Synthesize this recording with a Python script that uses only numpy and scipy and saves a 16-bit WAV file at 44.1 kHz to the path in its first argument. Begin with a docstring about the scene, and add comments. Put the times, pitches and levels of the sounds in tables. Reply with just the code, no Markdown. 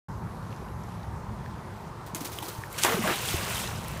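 """A small dog leaps into a lake, heard close by from one microphone on the gritty bank.
Its paws scuff and push off, its forepaws cut the surface and its chest slaps down. The air cavity
behind it rings and gulps shut, churned bubbles ring, and the thrown water patters back.
The shore scatters a short echo. Small waves trickle at the edge; wind rumble and a distant wash
lie behind."""
import sys
import numpy as np
from scipy import signal
from scipy.io import wavfile
from scipy.ndimage import uniform_filter1d

SR = 44100
rng = np.random.default_rng(int(sys.argv[2]) if len(sys.argv) > 2 else 0)


def wrap_up_sound(samples):
    """Save the sound to the file named by the first command line argument, as 16-bit audio."""
    columns = np.atleast_2d(samples).T
    # keep every value between -1 and 1, then stretch to whole-number steps
    tamed = np.clip(columns, -1, 1)
    steps = np.round(tamed * 32767).astype(np.int16)
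    wavfile.write(sys.argv[1], SR, steps)


N = 176400
TIME = np.arange(N) / SR

# spectrum of plinking water, in spray and ripples: (frequency [Hz], relative density [dB])
PLINK_SPECTRUM = [(1100, 0.5), (3300, -3), (6500, -10.5)]


def slaps():
    """Forepaws and chest hit the surface, each with a sharp crack."""
    # hits on the water: (time [s], level before the band-pass [dB])
    hits = [(2.785, -20), (2.7892, -20), (2.8207, -18.5), (2.8318, -12), (2.836, -4.5), (2.849, -7)]
    return cracks(hits, fade_s=.0006, band_hz=(1150, 9600))


def cavity():
    """The air cavity behind the body rings: its tone climbs as it narrows, sinks as it is pulled under."""
    # course of the hollow tone: (time [s], pitch [Hz], level [dB])
    course = [(2.846, 370, -26.5), (2.885, 393.6, -32.5), (2.91, 457, -38), (2.943, 471, -25),
              (2.96, 468, -45), (2.978, 415, -26.5), (2.999, 305, -35.5)]
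    s, hz, db = np.transpose(course)
    loudness = uniform_filter1d(amp(np.interp(TIME, s, db, left=-200, right=-200)), size=200)
    flutter = amp(1.8 * drift(per_s=120))
    phase = 2 * np.pi * np.cumsum(np.interp(TIME, s, hz)) / SR
    return loudness * flutter * np.sin(phase)


def gulps():
    """Air pockets collapse, each with a low, slightly rising note."""
    # collapses: (time [s], level [dB], starting pitch [Hz], time to fall 60 dB [s])
    pockets = [(2.943, -17.5, 180, 0.07), (2.991, -19.5, 212, 0.094), (3.039, -22, 181.4, 0.12),
               (3.05, -24, 624, .09), (3.086, -26.5, 198, 0.095), (3.109, -16, 332, 0.035),
               (3.341, -15.5, 347, 0.023)]
    return pings(pockets, attack_s=0.0016, rise_per_s=1.4)


def bubbles():
    """Churned water fills with a cloud of briefly ringing bubbles."""
    # strength of the churning: (time [s], level [dB])
    churn = [(2.74, -58), (2.785, -36), (2.815, -55), (2.838, -30.5), (2.851, -22.5), (2.91, -30.5),
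             (2.938, -27), (2.985, -40.5), (3.03, -35), (3.09, -26.5), (3.12, -29), (3.15, -40),
             (3.3, -40.5), (3.5, -38), (3.64, -41), (3.8, -45), (4.0, -44.5)]
    # spectrum of the cloud: (frequency [Hz], relative density [dB])
    spectrum = [(220, -4), (380, 1), (600, 3.5), (1000, 2.5), (1500, 0), (2300, -4), (4000, -20)]
    return grains(spectrum, level(churn), per_s=4000, cycles=21, spread_db=1.5, count=48)


def spray():
    """Water is thrown up and falls back as pattering drops, ringing plinks and a hiss of mist."""
    # swell of the spray, common to all three: (time [s], relative level [dB])
    swell = [(2.7, -49.5), (2.772, -41), (2.79, -27.5), (2.806, -34.5), (2.829, -29), (2.842, -22),
             (2.876, -29.5), (2.945, -33), (3.0, -37.5), (3.05, -32.5), (3.1, -31.5), (3.21, -33.5),
             (3.29, -29), (3.37, -31), (3.41, -35.5), (3.6, -31), (3.76, -42.5), (4.0, -43.5)]
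    # spectrum of drops and mist: (frequency [Hz], relative density [dB])
    spectrum = [(600, -23), (1500, -9), (2900, -1.5), (4400, -10.5), (8000, -6), (11000, -12),
                (14500, -14.5), (16000, -7)]
    shower = level(swell)
    drops = amp(-6) * grains(spectrum, shower, per_s=10000, cycles=4.8, spread_db=3)
    plinks = amp(-10.5) * grains(PLINK_SPECTRUM, shower, per_s=1400, cycles=58, spread_db=4, count=64)
    mist = amp(-7) * shower * noise(spectrum, patchy_db=2.5, per_s=29, count=12)
    return drops + plinks + mist


def paws():
    """Each scuff on the bank sets off a dying rush of wet grit."""
    # paw scuffs: (time [s], level [dB], decay time constant [s])
    scuffs = [(2.062, -44, 0.023), (2.146, -32.5, 0.028), (2.204, -41.5, 0.068), (2.246, -35, 0.027),
              (2.315, -44, 0.2), (2.422, -43.5, 0.11), (2.48, -37.5, 0.013), (2.528, -64, 0.22),
              (2.725, -52.5, 0.06)]
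    # spectrum of the grit: (frequency [Hz], relative density [dB])
    spectrum = [(300, 11.5), (700, -7.5), (1500, -3), (3000, -4.5), (6000, -5.5), (9000, -6.5),
                (14000, -7.5), (16000, -3.5)]
    attack_s = 0.0013
    effort = sum(amp(db) * (1 - np.exp(-since(s) / attack_s)) * np.exp(-since(s) / fade_s)
                 for s, db, fade_s in scuffs)
    return grains(spectrum, effort, per_s=12000, cycles=11.5, spread_db=0, count=48)


def thuds():
    """The push-off and heavy water land as dull, low knocks."""
    # knocks: (time [s], level [dB], pitch [Hz])
    knocks = [(.498, -31, 284), (.625, -23, 430), (2.135, -22, 170), (2.214, -19.5, 292), (2.585, -27, 106),
              (3.343, -20, 83), (3.392, -24, 96.5)]
    return pings(ringing(knocks, cycles=7.3), attack_s=0.0019, rise_per_s=0)


def ticks():
    """Twigs and stones tick, single drops land, and the chest slap rings low: a tiny crack around each pitch,
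    then a short ring."""
    # small impacts, and the low ring of the chest slap at 2.849 s: (time [s], level of the ring [dB], pitch
    # [Hz])
    impacts = [(.506, -41, 4300), (0.527, -39, 2800), (.563, -40, 6500), (.685, -44, 2800),
               (.838, -40, 5960), (1.032, -40, 3880), (1.461, -33.5, 1750), (1.462, -41, 4400),
               (2.148, -18.5, 6870), (2.209, -29, 5960), (2.259, -26.5, 6200), (2.387, -22.5, 3100),
               (2.388, -25.5, 9300), (2.426, -27.5, 870), (2.428, -29, 3360), (2.461, -31, 4500),
               (2.637, -26, 1790), (2.728, -27, 11800), (2.849, -13, 950), (3.176, -30.5, 1030),
               (3.287, -15.5, 3310), (3.5, -20, 8950), (3.883, -22, 11400)]
    snaps = sum(cracks([(s, db - 6.5)], fade_s=.0017, band_hz=(hz / 1.8, hz * 1.8))
                for s, db, hz in impacts)
    return snaps + pings(ringing(impacts, cycles=24.7), attack_s=0.00011, rise_per_s=0)


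def shore_echo(near):
    """The shore scatters nearby sound back to the microphone as a short, thin tail."""
    t60_s, delay_s = 0.25, 0.00637
    tail = band(rng.standard_normal(N), 110, 18500) * amp(-60 * TIME / t60_s) * (TIME > delay_s)
    return amp(-15) * signal.fftconvolve(near, tail / np.linalg.norm(tail))[:N]


def ripples():
    """Small waves fizz and trickle at the water's edge."""
    # rise and fall of the waves: (time [s], level [dB])
    lapping = [(.1, -73), (.53, -58), (.75, -69), (.92, -56.5), (1.1, -69), (1.45, -60.5)]
    return level(lapping) * grains(PLINK_SPECTRUM, np.ones(N), per_s=4100, cycles=6.5, spread_db=3)


def wind():
    """Wind rumbles over the shore, easing and returning, with a faint low hum in it."""
    # wind strength: (time [s], relative level [dB])
    strength = [(.1, -37), (1.5, -37), (1.85, -42.5), (2.5, -45.5), (3.2, -41), (3.68, -36.5), (3.77, -37),
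                (3.87, -37.5)]
    # spectrum of the rumble: (frequency [Hz], relative density [dB])
    spectrum = [(20, -31), (35, -14.5), (58, 1.5), (100, 0), (150, 1), (200, -3), (260, -18), (500, -28)]
    gusts = amp(np.interp(TIME, *np.transpose(strength)) - 1.5)
    hum_hz = 109
    drone = resonate(rng.standard_normal(N), hum_hz, width_hz=6)
    hum = amp(-6) * unit(band(drone, hum_hz / 2, hum_hz * 2))
    rumble = noise(spectrum, patchy_db=1, per_s=30, count=12)
    return gusts * (hum + rumble)


def distant_wash():
    """An even, faintly flickering rush from far off."""
    # spectrum of the wash: (frequency [Hz], relative density [dB])
    spectrum = [(200, -15), (350, 2.5), (600, -1), (780, 0.5), (950, 5), (1250, -2.5), (1800, -10),
                (2800, -22), (5000, -24), (10000, -28.5), (15500, -34.5)]
    return amp(-44) * noise(spectrum, patchy_db=1.6, per_s=17, count=36)


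def sizzle():
    """A thin, high sizzle grows through the first second and drops away."""
    # swell of the sizzle: (time [s], level [dB])
    swell = [(.1, -75), (.95, -66.5), (1.1, -100)]
    return level(swell) * unit(resonate(rng.standard_normal(N), hz=11300, width_hz=350))


def amp(db):
    """Decibels to gain."""
    return 10 ** (np.asarray(db) / 20)


def unit(x):
    """Scale to rms 1."""
    return x / np.sqrt(np.mean(x ** 2) + 1e-20)


def level(rows):
    """Gain over time from (time [s], level [dB]) rows; silent before the first, held after the last."""
    return amp(np.interp(TIME, *np.transpose(rows), left=-200))


def since(s):
    """Time since an event, zero before it."""
    return np.maximum(TIME - s, 0)


def drift(per_s):
    """Slow random wander, rms 1."""
    knots = rng.standard_normal(2048)
    return unit(np.interp(TIME * per_s, np.arange(len(knots)), knots))


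def band(x, low_hz, high_hz):
    """Butterworth band-pass."""
    sos = signal.butter(2, [low_hz, min(high_hz, .47 * SR)], "band", fs=SR, output="sos")
    return signal.sosfilt(sos, x)


def band_gains(spectrum, hz):
    """Gains of log-spaced bands under a spectrum; total power 1."""
    knots_hz, db = np.transpose(spectrum)
    gains = amp(np.interp(np.log(hz), np.log(knots_hz), db)) * np.sqrt(hz)
    return gains / np.linalg.norm(gains)


def resonate(x, hz, width_hz):
    """One resonance that keeps the power of white input."""
    radius = np.exp(-np.pi * width_hz / SR)
    forward = np.sqrt((1 - radius ** 2) / 2) * np.array([1, 0, -1])
    feedback = [1, -2 * radius * np.cos(2 * np.pi * hz / SR), radius ** 2]
    underflow_guard = 1e-18 * (-1) ** (np.arange(len(x)) // 2)
    return signal.lfilter(forward, feedback, x + underflow_guard)


def noise(spectrum, patchy_db, per_s, count):
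    """Bands of noise, each flickering on its own; rms 1."""
    edges = np.geomspace(spectrum[0][0], spectrum[-1][0], count + 1)
    gains = band_gains(spectrum, np.sqrt(edges[1:] * edges[:-1]))
    white = rng.standard_normal((2, N))
    bands = (gain * unit(band(white[k % 2], edges[k], edges[k + 1])) for k, gain in enumerate(gains))
    return unit(sum(hiss * amp(patchy_db * drift(per_s)) for hiss in bands))


def grains(spectrum, envelope, per_s, cycles, spread_db, count=32):
    """Random tiny impacts, each ringing at one of `count` pitches; denser where the envelope is high."""
    density = np.sqrt(envelope / envelope.max()) + .01
    chance = np.minimum(per_s * density / SR, 1)
    sizes = unit(amp(spread_db * np.minimum(rng.exponential(1, N), 4.5))) * rng.choice([-1, 1], N)
    clicks = sizes * (rng.random(N) < chance) * envelope * np.sqrt(count / chance)
    pitches = np.geomspace(spectrum[0][0], min(spectrum[-1][0], SR / 2), count)
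    pitch_index = rng.integers(0, count, N)
    return sum(gain * resonate(clicks * (pitch_index == k), hz, width_hz=2.2 * hz / cycles)
               for k, (hz, gain) in enumerate(zip(pitches, band_gains(spectrum, pitches))))


def cracks(rows, fade_s, band_hz):
    """Very short, band-passed bursts of noise."""
    length = int(20 * fade_s * SR)
    decay = np.exp(-TIME[:length] / fade_s)
    bursts = np.zeros(N)
    for s, db in rows:
        start = int(s * SR)
        bursts[start:start + length] += amp(db) * decay * rng.choice([-1, 1], length)
    underflow_guard = 1e-18 * rng.standard_normal(N)
    return band(bursts + underflow_guard, *band_hz)


def ringing(rows, cycles):
    """Give each event a 60 dB decay time of so many cycles of its pitch."""
    return [(s, db, hz, cycles / hz) for s, db, hz in rows]


def pings(rows, attack_s, rise_per_s):
    """Damped sines whose pitch may climb as they die."""
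    tones = np.zeros(N)
    for s, db, hz, t60 in rows:
        t = since(s)[:int((s + 2 * t60) * SR)]
        envelope = amp(db - 60 * t / t60) * (1 - np.exp(-t / attack_s))
        phase = 2 * np.pi * hz * t * (1 + rise_per_s * t / 2)
        tones[:len(t)] += envelope * np.sin(phase)
    return tones


def scene():
    """From the bank, in mono: dog and splash close by with their echo, the open air behind."""
    near = paws() + ticks() + spray() + bubbles() + slaps() + gulps() + cavity() + thuds()
    return (near + shore_echo(near) + ripples() + wind() + distant_wash() + sizzle())[None]


def record(dry):
    """The microphone opens after a moment of silence; the highest treble is cut steeply."""
    start_s, fade_s, cutoff_hz = .084, .002, 15550
    opened = dry * np.clip((TIME - start_s) / fade_s, 0, 1)
    return signal.sosfilt(signal.ellip(12, .2, 80, cutoff_hz, fs=SR, output="sos"), opened)


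dry = scene()
out = record(dry)
wrap_up_sound(out)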